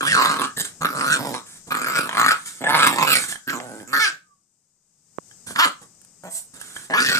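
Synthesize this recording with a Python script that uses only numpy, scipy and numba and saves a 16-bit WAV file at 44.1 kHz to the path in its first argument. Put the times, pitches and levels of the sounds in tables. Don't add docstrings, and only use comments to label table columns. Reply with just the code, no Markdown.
import sys
import numpy as np
from scipy import signal
from scipy.fft import rfft, irfft, next_fast_len
from scipy.io import wavfile
from scipy.ndimage import uniform_filter1d, map_coordinates
from numba import njit

SR = 44100
rng = np.random.default_rng(int(sys.argv[2]) if len(sys.argv) > 2 else 0)


def dump_mix(stems):
    frames = np.atleast_2d(stems).T
    limited = np.clip(frames, -1, 1)
    pcm = np.round(limited * 32767).astype(np.int16)
    wavfile.write(sys.argv[1], SR, pcm)


N = 317079
TIME = np.arange(N) / SR


def from_db(db):
    return 10 ** (np.asarray(db) / 20)


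def rms_one(x):
    return x / np.sqrt(np.mean(x ** 2) + 1e-20)


def even(x, span_s=0.028):
    size = max(int(span_s * SR), 8)
    power = uniform_filter1d(uniform_filter1d(x * x, size), size // 2)
    return x / np.sqrt(power + 1e-14)


def in_time(rows):
    s, *columns = np.transpose(rows)
    return [np.interp(TIME, s, column) for column in columns]


def drift(rate_hz):
    values = rng.standard_normal(8000)
    return 1.2 * np.interp(TIME * rate_hz, np.arange(len(values)), values)


def swell(centre_s, half_s):
    return np.exp(-.5 * np.minimum(((TIME - centre_s) / half_s) ** 2, 30))


def envelope(start_s, end_s, attack_s, release_db_per_s):
    rise = np.clip((TIME - start_s) / attack_s, 0, 1)
    return rise * from_db(-release_db_per_s * np.clip(TIME - end_s, 0, .5))


def colour(x, points):
    hz, db = np.transpose(points)
    size = next_fast_len(N + 2048)
    grid_hz = np.maximum(np.fft.rfftfreq(size, 1 / SR), 1)
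    gain = from_db(np.interp(np.log(grid_hz), np.log(hz), db))
    return irfft(rfft(x, size) * gain, size)[..., :N]


def noise(points):
    return rms_one(colour(rng.standard_normal(N), points))


def cut(x, hz, kind, order=2):
    sos = signal.butter(order, min(hz, SR / 2 - 500), kind, fs=SR, output="sos")
    return signal.sosfilt(sos, x + 1e-18)


def delayed(x, seconds):
    return map_coordinates(x, [np.arange(N) - seconds * SR], order=2, mode="nearest")


@njit
def resonate(x, hz, width_hz):
    y = np.zeros(len(x))
    for i in range(2, len(x)):
        r = np.exp(-np.pi * width_hz[i] / SR)
        driven = (1 - r * r) / 2 * (x[i] - x[i - 2])
        y[i] = driven + 2 * r * np.cos(2 * np.pi * hz[i] / SR) * y[i - 1] - r * r * y[i - 2] + 1e-18
    return y


def cavities(source, modes, patchy_db, wander=0.066):
    out = 0
    for k, (hz, width_hz, db) in enumerate(modes):
        gain = (-1) ** k * from_db(db + patchy_db * drift(25))
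        out = out + gain * resonate(source, hz * np.exp(wander * drift(24)), width_hz * np.ones(N))
    return out


def strike(times_s, sizes, modes):
    clicks, out = np.full(N, 1e-18), 0
    clicks[(np.asarray(times_s) * SR).astype(int)] = sizes
    for hz, width_hz, db in modes:
        r, w = np.exp(-np.pi * width_hz / SR), 2 * np.pi * hz / SR
        out = out + from_db(db) * signal.lfilter([0, np.sin(w)], [1, -2 * r * np.cos(w), r * r], clicks)
    return out


# time in seconds, relative rumble in dB, relative hiss in dB.
BACKGROUND_DB = [(0, -52.5, -49.5), (3.8, -69.5, -54), (4.1, -68, -66), (4.45, -78, -70.5),
                 (4.8, -77.5, -70), (5.05, -72, -64), (5.3, -60, -52.5), (5.9, -63.5, -57),
                 (7.19, -59.5, -55)]
# frequency in Hz, relative level in dB.
RUMBLE_SPECTRUM = [(12, -31.5), (20, -3), (43, -21), (96, -7), (166, -0.5), (281, -10.5), (649, -17),
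                   (1440, -21), (1570, -22.5), (3000, -25.5), (3900, -62.5), (6600, -120)]
# frequency in Hz, relative level in dB.
HISS_SPECTRUM = [(1760, -56.5), (3000, -23), (4500, -18), (4950, -8), (5530, -8.5), (6340, -4), (8410, -2),
                 (9580, -20), (10400, -20.5), (14200, -24.5), (15500, -40)]


def background():
    rumble_gain, hiss_gain = from_db(in_time(BACKGROUND_DB))
    rumble = noise(RUMBLE_SPECTRUM) + 0.17 * np.array([noise(RUMBLE_SPECTRUM), noise(RUMBLE_SPECTRUM)])
    hiss = np.array([noise(HISS_SPECTRUM), noise(HISS_SPECTRUM)]) * from_db([[5], [-5]])
    return rumble_gain * rumble + hiss_gain * hiss


# time in seconds, relative level in dB, left-right difference in dB.
BUMPS = [(0.578, -27.5, -3), (0.849, -17.5, 6), (1.993, -22, -17.5), (5.185, -25.5, -24.5),
         (5.508, -27.5, 0)]
# frequency in Hz, width in Hz, relative level in dB.
BUMP_MODES = [(174, 60, -14), (490, 380, 7), (1070, 210, 0.5)]


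def bumps():
    s, db, pan_db = np.transpose(BUMPS)
    knocks = np.array([strike(s, from_db(db + side * pan_db / 2), BUMP_MODES) for side in (1, -1)])
    return cut(cut(knocks, 214, "high"), 2000, "low", order=1)


# start in seconds, end in seconds, relative thudding in dB, relative swish in dB.
RUBS = [(0.642, 0.644, -42, -27), (1.457, 1.57, -61.5, -46.5), (1.667, 1.683, -43, -45.5),
        (2.344, 2.592, -62.5, -44.5), (2.454, 2.482, -61, -36), (3.182, 3.244, -45.5, -28),
        (3.28, 3.322, -49, -30.5), (5.462, 5.515, -45.5, -36.5), (5.81, 5.828, -49.5, -49),
        (6.533, 6.577, -53, -46), (6.594, 6.854, -57.5, -44), (6.753, 6.76, -65, -42)]
# frequency in Hz, relative level in dB.
THUD_SPECTRUM = [(41, -36.5), (70, -14.5), (183, -3), (217, -2.5), (510, -11), (913, -14), (1200, -10),
                 (1560, -44), (2640, -120)]
# frequency in Hz, relative level in dB.
SWISH_SPECTRUM = [(530, -46.5), (900, -19), (1320, -4.5), (1560, -1), (2690, -14), (3500, -7), (5570, -9.5),
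                  (6200, -9), (8860, 3.5), (11200, -10.5), (14100, -13), (15000, -28), (15500, -58)]
RUB_ATTACK_S, RUB_RELEASE_DB_PER_S = 0.0074, 331


def fur():
    thud_gain, swish_gain = sum(
        from_db([[thud_db], [swish_db]]) * envelope(start_s, end_s, RUB_ATTACK_S, RUB_RELEASE_DB_PER_S)
        for start_s, end_s, thud_db, swish_db in RUBS)
    swish = rms_one(noise(SWISH_SPECTRUM) * from_db(0.46 * drift(150)))
    return thud_gain * noise(THUD_SPECTRUM) + swish_gain * swish


# time in seconds, relative level in dB, extra level of the tick in dB.
SMACKS = [(0.5988, -14, -6), (.61, -12.5, -2), (3.239, -14.5, -2), (3.3248, -13.5, 0), (3.3568, -17, -3),
          (3.801, -26.5, -4), (5.3122, -34, 15), (5.5076, -40, -2), (5.826, -46, 27), (6.016, -53, 42),
          (6.0489, -52, 41.5), (6.255, -46.5, 20.5), (6.6141, -22.5, 27), (6.7646, -15, -11)]
# frequency in Hz, width in Hz, relative level in dB.
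TEETH_MODES = [(1700, 140, 15.5), (3180, 88, 6.5), (5000, 2910, -2)]
# frequency in Hz, width in Hz, relative level in dB.
TICK_MODES = [(9300, 870, -2.5), (12690, 3000, -15.5)]


def wet_mouth():
    s, db, tick_db = np.transpose(SMACKS)
    ring = strike(s, from_db(db - 22.0), TEETH_MODES)
    return ring + strike(s, from_db(db + tick_db - 17.5), TICK_MODES)


# start in seconds, end in seconds, relative level in dB.
SNIFF = (6.29, 6.378, -29)
# frequency in Hz, relative level in dB.
NOSE_SPECTRUM = [(240, -104), (400, -72), (503, -26), (623, -18), (987, -18.5), (1200, -29), (1470, -23),
                 (2800, -24), (3740, -22), (4630, -16.5), (6600, -15), (8400, 4.5), (10000, -7.5),
                 (14600, -15), (15500, -65)]
SNIFF_ATTACK_S, SNIFF_RELEASE_DB_PER_S = 0.065, 269.5


def sniff():
    start_s, end_s, db = SNIFF
    shape = envelope(start_s, end_s, SNIFF_ATTACK_S, SNIFF_RELEASE_DB_PER_S)
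    return from_db(db) * shape * noise(NOSE_SPECTRUM)


# time in seconds, pitch in Hz, relative level in dB.
WHINE = [(4.21, 1297, -77), (4.25, 1242, -67), (4.33, 1146, -58), (4.37, 1126, -84), (4.43, 1126, -92.5)]


def whine():
    pitch_hz, level_db = in_time(WHINE)
    sounding = (TIME > WHINE[0][0]) & (TIME < WHINE[-1][0])
    phase = 2 * np.pi * np.cumsum(pitch_hz * np.exp(0.00856 * drift(90))) / SR
    return sounding * from_db(level_db + 1.0) * np.sin(phase)


# time in seconds, pitch in Hz, roughness 0-1.
YAPS = [
    [(3.995, 417, 0.24), (4.005, 440, 0.12), (4.02, 448.7, .06), (4.04, 429.2, 0.02), (4.06, 405.5, .11),
     (4.08, 379.7, 0.25), (4.125, 330, .8)],
    [(5.58, 256.5, .6), (5.598, 312.5, .3), (5.616, 338.6, .14), (5.631, 351.9, .08), (5.645, 317.3, 0.3),
     (5.657, 276.1, .75)],
]


def register(pitch_hz, rough):
    pure = np.zeros(N)
    for yap in YAPS:
        high = (TIME >= yap[0][0]) & (TIME < yap[-1][0])
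        yap_hz, frayed = in_time(yap)
        frayed = np.clip(frayed, 0, 1)
        pitch_hz = np.where(high, yap_hz, pitch_hz)
        rough = np.where(high, frayed, rough)
        pure = np.where(high, 1 - frayed, pure)
    return pitch_hz, rough, pure


# start in seconds, end in seconds, first pitch in Hz, last pitch
# in Hz, roughness 0-1, snarl resonance in Hz, then relative chest, cheek, snarl and rasp levels in dB.
GROWLS = [ (0.0, 0.447, 138.2, 138.2, 0.81, 3050, -34.5, -43.5, -36, -37.5),
          (0.565, 0.605, 149.8, 149, 0.87, 3700, -34.5, -40, -27.5, -23.5),
          (0.807, 0.908, 129.8, 130.7, 0.95, 4350, -33, -41, -38, -35),
          (0.922, 1.181, 138.3, 141.1, 0.48, 4400, -33.5, -42, -38, -33),
          (1.189, 1.355, 160, 130.1, 0.48, 4300, -33, -40, -32.5, -32.5),
          (1.703, 2.15, 121.8, 128.6, 0.83, 4370, -36.5, -38.5, -40, -34.5),
          (2.163, 2.317, 111.8, 135.4, 0.79, 4300, -36.5, -40, -38, -33.5),
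          (2.606, 2.959, 144.9, 134.9, 0.68, 3800, -33, -37, -35.5, -32.5),
          (2.971, 3.174, 135, 149.9, .7, 4130, -33, -34.5, -35.5, -31.5),
          (3.47, 3.585, 137.9, 140.8, 0.56, 4380, -34.5, -40.5, -40.5, -34.5),
          (3.597, 3.827, 151.7, 129.8, 0.29, 4900, -39, -42, -41.5, -36.5),
          (3.872, 3.921, 155.6, 171.3, 0.2, 4600, -40.5, -30, -44.5, -32.5),
          (3.927, 4.098, 128.1, 164.9, .35, 4660, -38, -49.5, -38, -35),
          (5.552, 5.667, 197.8, 185.5, 0.69, 3239, -36, -47, -33.5, -33),
          (6.233, 6.28, 215.2, 214.8, .4, 3741, -42, -39, -41.5, -38),
          (6.897, 6.997, 170.1, 234.6, .5, 3600, -36.5, -35.5, -33.5, -39),
          (7.003, 7.191, 135.8, 139.2, 0.81, 4550, -33.5, -34.5, -30, -32), ]
# time in seconds, effort (relative throat level) in dB,
# jaw opening (main throat resonance) in Hz.
BOUTS = [
    [(0, -27, 1460), (.04, -26, 1022), (.105, -25, 2013), (.16, -19, 1300), (.2, -18, 1150),
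     (.28, -19.5, 1207), (.39, -29, 1144), (.445, -24, 1200)],
    [(.57, -34, 1740), (.64, -38, 1590)],
    [(.815, -28.5, 1170), (.862, -24, 1285), (.92, -35, 1249), (1.015, -26, 1156), (1.14, -22, 1553),
     (1.185, -33, 1047), (1.222, -38, 620.5), (1.25, -32, 890), (1.29, -38, 760), (1.325, -41, 670),
     (1.35, -30, 1080)],
    [(1.712, -22, 1252), (1.81, -30, 1230), (1.865, -24, 1300), (1.92, -26, 1280), (1.965, -19.5, 1437),
     (2.05, -33, 1249), (2.1, -37, 1098), (2.155, -29.5, 1050), (2.175, -18, 1133), (2.25, -19, 1124),
     (2.31, -15, 1341)],
    [(2.615, -36, 592), (2.66, -27, 700), (2.678, -29.5, 822.4), (2.696, -20, 994), (2.73, -24, 1062),
     (2.748, -15, 1038), (2.768, -21, 1047), (2.83, -14.5, 1250), (2.855, -21, 1215), (2.872, -17, 1136),
     (2.9, -29.5, 1050), (2.935, -33, 630), (2.96, -33, 880)],
    [(2.985, -21, 1014), (3.005, -27, 1050), (3.026, -19, 1014), (3.055, -26.5, 1030), (3.075, -21, 1375),
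     (3.18, -27, 1420)],
    [(3.475, -35.5, 1550), (3.495, -18.5, 1519), (3.508, -32.5, 1451), (3.535, -28, 1206),
     (3.57, -39.5, 1065), (3.61, -43, 672.6), (3.7, -45, 653), (3.82, -49, 591.8)],
    [(3.875, -51, 1250), (3.922, -44, 1322), (3.933, -16, 1312), (3.96, -18.5, 1422), (3.99, -20, 1440),
     (4.02, -20.5, 1600), (4.05, -20.5, 1540), (4.085, -23.5, 1545), (4.11, -33.5, 1623)],
    [(5.55, -38.5, 1221), (5.562, -19.5, 1227), (5.574, -30, 1217), (5.596, -11.5, 1190),
     (5.618, -18, 1208), (5.648, -15, 1220), (5.657, -28.5, 1197), (5.675, -24.5, 1196)],
    [(6.24, -42, 664), (6.3, -44, 688)],
    [(6.906, -30, 543.5), (6.922, -34.5, 640), (6.944, -21, 1028), (6.959, -24, 1156), (6.98, -15.5, 1374),
     (7.005, -24, 1362), (7.08, -24.5, 1687), (7.135, -25, 1383), (7.155, -20, 1402), (7.19, -25.5, 1350)],
]
# dB per dB of effort,
# dB per octave of jaw, extra dB in a clean yap.
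FOLLOWING = [(0.23, -4, -10), (1.03, -4, 16.5), (0.8349, 1.5, 4.5), (0.46, 2, -4)]
# centre in seconds, half length in seconds, extra level in dB.
HUFFS = [(0.073, 0.038, 7), (0.239, 0.018, 5), (0.614, 0.018, 7), (1.143, 0.019, 4), (1.964, 0.012, 0.5),
         (2.3, .025, 1), (2.925, 0.036, 6), (3.151, 0.039, 10.5), (4.03, .025, 3.5), (7.066, 0.0097, 4.5)]
GROWL_ATTACK_S, GROWL_RELEASE_DB_PER_S = 0.0039, 380
USUAL_EFFORT_DB, USUAL_JAW_HZ = -25, 1200
PITCH_OCTAVES_PER_DB, SNARL_OCTAVES_PER_JAW_OCTAVE = .014, 0.17
LIPS_CLOSED_DB, LIPS_DRAW_BACK_S = -4, 0.17


def controls():
    rows = np.array(GROWLS)
    current = np.maximum(np.searchsorted(rows[:, 0], TIME, "right") - 1, 0)
    start_s, end_s, first_hz, last_hz, rough, snarl_hz, *levels_db = rows[current].T
    glide_hz = first_hz + (last_hz - first_hz) * np.clip((TIME - start_s) / (end_s - start_s), 0, 1)
    effort_db, jaw_hz = in_time(sorted(point for bout in BOUTS for point in bout))
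    harder_db = effort_db - USUAL_EFFORT_DB
    opening_octaves = np.log2(jaw_hz / USUAL_JAW_HZ)
    pushed_hz = glide_hz * 2 ** (PITCH_OCTAVES_PER_DB * harder_db)
    pitch_hz, rough, pure = register(pushed_hz, np.clip(rough, 0, 1))
    sounding = np.max([envelope(*span, GROWL_ATTACK_S, GROWL_RELEASE_DB_PER_S) for span in rows[:, :2]], axis=0)
    age_s = np.maximum(TIME - start_s, 0)
    bared_db = LIPS_CLOSED_DB * np.exp(-age_s / LIPS_DRAW_BACK_S)
    bared_db = bared_db + sum(db * swell(s, half_s) for s, half_s, db in HUFFS)
    chest_db, *upper_db = [
        db + by_effort * harder_db + by_jaw * opening_octaves + yap_db * pure
        for db, (by_effort, by_jaw, yap_db) in zip(levels_db, FOLLOWING)]
    layer_gains = sounding * from_db([effort_db, chest_db] + [db + bared_db for db in upper_db])
    snarl_hz = snarl_hz * 2 ** (SNARL_OCTAVES_PER_JAW_OCTAVE * opening_octaves)
    return pitch_hz, rough, pure, jaw_hz, snarl_hz, layer_gains


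def vocal_folds(pitch_hz, rough):
    wobble, jitter_cycles, shimmer_db = .15, .14, 4.6
    cycles = np.cumsum(pitch_hz * np.exp(wobble * rough * drift(70))) / SR
    beat = np.interp(np.arange(1, int(cycles[-1])), cycles, np.arange(N))
    at = beat.astype(int)
    early, strength = np.clip(rng.standard_normal((4000, 2))[:len(at)].T, -2, 2)
    closure = np.clip(beat + jitter_cycles * rough[at] * early * SR / pitch_hz[at], 0, N - 2)
    size = from_db(shimmer_db * rough[at] * strength)
    whole, part = closure.astype(int), closure % 1
    snaps = np.bincount(whole, size * (1 - part), N) + np.bincount(whole + 1, size * part, N)
    puff_s = 0.0038
    puffs = signal.lfilter([1], [1, -np.exp(-1 / (puff_s * SR))], snaps + 1e-18)
    return snaps, puffs


# time in seconds, relative level in dB.
SNAPS = [(0.285, -15), (0.847, -10.5), (0.868, -14.5), (1.011, -10.5), (1.342, -17), (1.364, -30.5),
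         (1.713, -27), (2.092, -14.5), (2.112, -20), (2.129, -16.5), (2.151, -13.5), (2.171, -10.5),
         (2.243, -11.5), (2.308, -6.5), (2.641, -16), (3.497, -8.5), (3.601, -20.5), (3.934, -14),
         (3.964, -7), (5.561, -14), (6.938, -11)]
# frequency in Hz, width in Hz, relative level in dB.
SNAP_OVERTONES = [(1810, 520, -6.5), (3330, 290, -13), (4456, 550, -21)]
SNAP_WIDTH_HZ = 201


def hard_snaps(jaw_hz):
    s, db = np.transpose(SNAPS)
    clicks = np.bincount((s * SR).astype(int), from_db(db) * SR / (2 * np.pi * SNAP_WIDTH_HZ), N)
    ring = cavities(clicks, [(jaw_hz, SNAP_WIDTH_HZ, 0)] + SNAP_OVERTONES, patchy_db=2.5)
    return cut(ring, 450, "high")


LURCH_DB, LURCHES_PER_S = 2, 55
STALL_DB, STALL_LEAD_S, STALL_HALF_S = -6, .006, 0.0023


def pushes(rough):
    stall = sum(swell(s - STALL_LEAD_S, STALL_HALF_S) for s, _ in SNAPS)
    return LURCH_DB * rough * drift(LURCHES_PER_S) + STALL_DB * stall


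# centre in seconds, half length in seconds, resonance in Hz,
# relative level in dB.
TWANGS = [(2.665, 0.0095, 1708, -16.5), (2.714, 0.0059, 1780, -24.5), (2.844, 0.018, 1580, -27),
          (3.689, 0.13, 1501, -46), (6.942, 0.011, 1686, -16.5), (6.988, .012, 1658, -20.5),
          (7.084, 0.054, 1840, -28)]
TWANG_WIDTH_HZ = 90


def twang(source):
    hz, = in_time([(s, hz) for s, _, hz, _ in TWANGS])
    width_hz = TWANG_WIDTH_HZ * np.ones(N)
    gain = sum(from_db(db) * swell(s, half_s) for s, half_s, _, db in TWANGS)
    return gain * even(resonate(resonate(source, hz, width_hz), hz, 3 * width_hz))


# frequency in Hz, width in Hz, relative level in dB.
CHEST_MODES = [(148, 77, -4.5), (256, 75, 1), (530, 200, -5)]
# frequency in Hz, width in Hz, relative level in dB.
LIP_MODES = [(7260, 1300, 3.5), (8910, 1200, 8), (11500, 1500, -0.5), (14320, 1600, -5.5)]
YAP_LOWERS_CHEEK_HZ = 300
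YAP_WIDENS_THROAT = 0.37


def puppy():
    pitch_hz, rough, pure, jaw_hz, snarl_hz, layer_gains = controls()
    throat_gain, chest_gain, cheek_gain, snarl_gain, rasp_gain = layer_gains
    snaps, puffs = vocal_folds(pitch_hz, rough)
    voice, air = even(snaps), even(puffs * rng.standard_normal(N))
    push_db = pushes(rough)

    low = voice + (.03 + .5 * rough ** 2) * air
    middle = voice + (.25 + 1.2 * rough) * air
    high = voice + (.3 + 1.8 * rough) * air

    chest = cavities(low, CHEST_MODES, patchy_db=3.5)
    chest = even(cut(cut(chest, 120, "high", order=4), 720, "low", order=4))

    widening = 1 + YAP_WIDENS_THROAT * pure
    throat_modes = [(jaw_hz, 170 * widening, 0), (1300 + .33 * jaw_hz, 240 * widening, -12.5)]
    throat = cavities(low, throat_modes, patchy_db=2.5, wander=.035)
    throat = even(resonate(cut(throat, 520, "high"), jaw_hz, 900 * widening))

    cheek_hz = 1300 + 0.75 * jaw_hz - YAP_LOWERS_CHEEK_HZ * pure
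    cheek = cavities(middle, [(cheek_hz, 300, 0)], patchy_db=4.5)
    cheek = even(cut(cut(cheek, 1500, "high"), 3000, "low"))

    snarl_modes = [(snarl_hz, 450, 0), (3250, 600, -9), (1300 + 0.89 * snarl_hz, 700, -6)]
    snarl = even(cut(cavities(high, snarl_modes, patchy_db=4.5, wander=.04), 2700, "high"))

    rasp = cavities(0.14 * voice + air, LIP_MODES, patchy_db=5.5)
    rasp = even(cut(rasp, 5800, "high"))

    mouth = from_db(2) * throat_gain * throat + from_db(6.0) * cheek_gain * cheek
    mouth = mouth + from_db(4.0) * snarl_gain * snarl + twang(low)
    chest_and_rasp = from_db(-1.0) * chest_gain * chest + from_db(1.5) * rasp_gain * rasp
    growl = chest_and_rasp * from_db(1.4 * push_db) + mouth * from_db(push_db - 1.5)
    return growl + hard_snaps(jaw_hz)


ROOM_T60_S = 0.24


def room(x, tail_db):
    t = TIME[:SR // 2]
    tail = cut(rng.standard_normal((2, len(t))), 4900, "low", order=1)
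    tail = tail * from_db(-60 * t / ROOM_T60_S) * (t > .006)
    response = rms_one(tail) / np.sqrt(len(t))
    return from_db(tail_db) * signal.fftconvolve(x[None], response, axes=1)[:, :N]


# mean echo delay in seconds, relative level in dB.
SURFACES = [(.0006, -10), (.0013, -9.5), (.0027, -6), (.0048, -10)]
MEAN_PORT_LAG_S = .000168


def ports(x):
    heard = np.array([x, delayed(x, MEAN_PORT_LAG_S * (1 + .15 * drift(4)))])
    bright = cut(x, 1100, "high", order=1)
    for delay_s, db in SURFACES:
        path_s = delay_s * np.exp(0.1525 * drift(4))
        right_path_s = path_s + .00008 + 0.00014 * drift(3)
        heard = heard + from_db(db) * np.array([delayed(bright, path_s), delayed(bright, right_path_s)])
    return heard


# time in seconds, left-right difference in dB.
HEAD_PAN = [(0, -2), (.6, -1.5), (1.2, -2), (1.8, -0.5), (2.3, 0.5), (3.2, -3), (3.6, -2), (4.05, -3),
            (5.6, -1.5), (6.3, -0.5), (6.75, -2), (7.1, -0.5)]
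# frequency in Hz, relative level in dB.
LEFT_PORT_SPECTRUM = [(100, 0), (300, -3.5), (800, 0), (1400, -1), (3500, 1), (5000, -3), (6200, 2.5),
                      (7300, 1.5), (9000, -8), (14000, -17.5)]


def scene():
    near = puppy() + whine() + fur() + sniff() + wet_mouth()
    pan_db, = in_time(HEAD_PAN)
    left, right = ports(near) * from_db([pan_db / 2, -pan_db / 2]) + room(near, tail_db=-11.5)
    near_ports = np.array([colour(left, LEFT_PORT_SPECTRUM), right]) * from_db(0.91)
    return near_ports + bumps() + background()


CUTOFF_HZ = 14900


def record(dry):
    rounded = dry / (1 + dry ** 4) ** .25
    return signal.sosfilt(signal.ellip(10, .2, 80, CUTOFF_HZ, fs=SR, output="sos"), rounded)


dry = scene()
out = record(dry)
dump_mix(out)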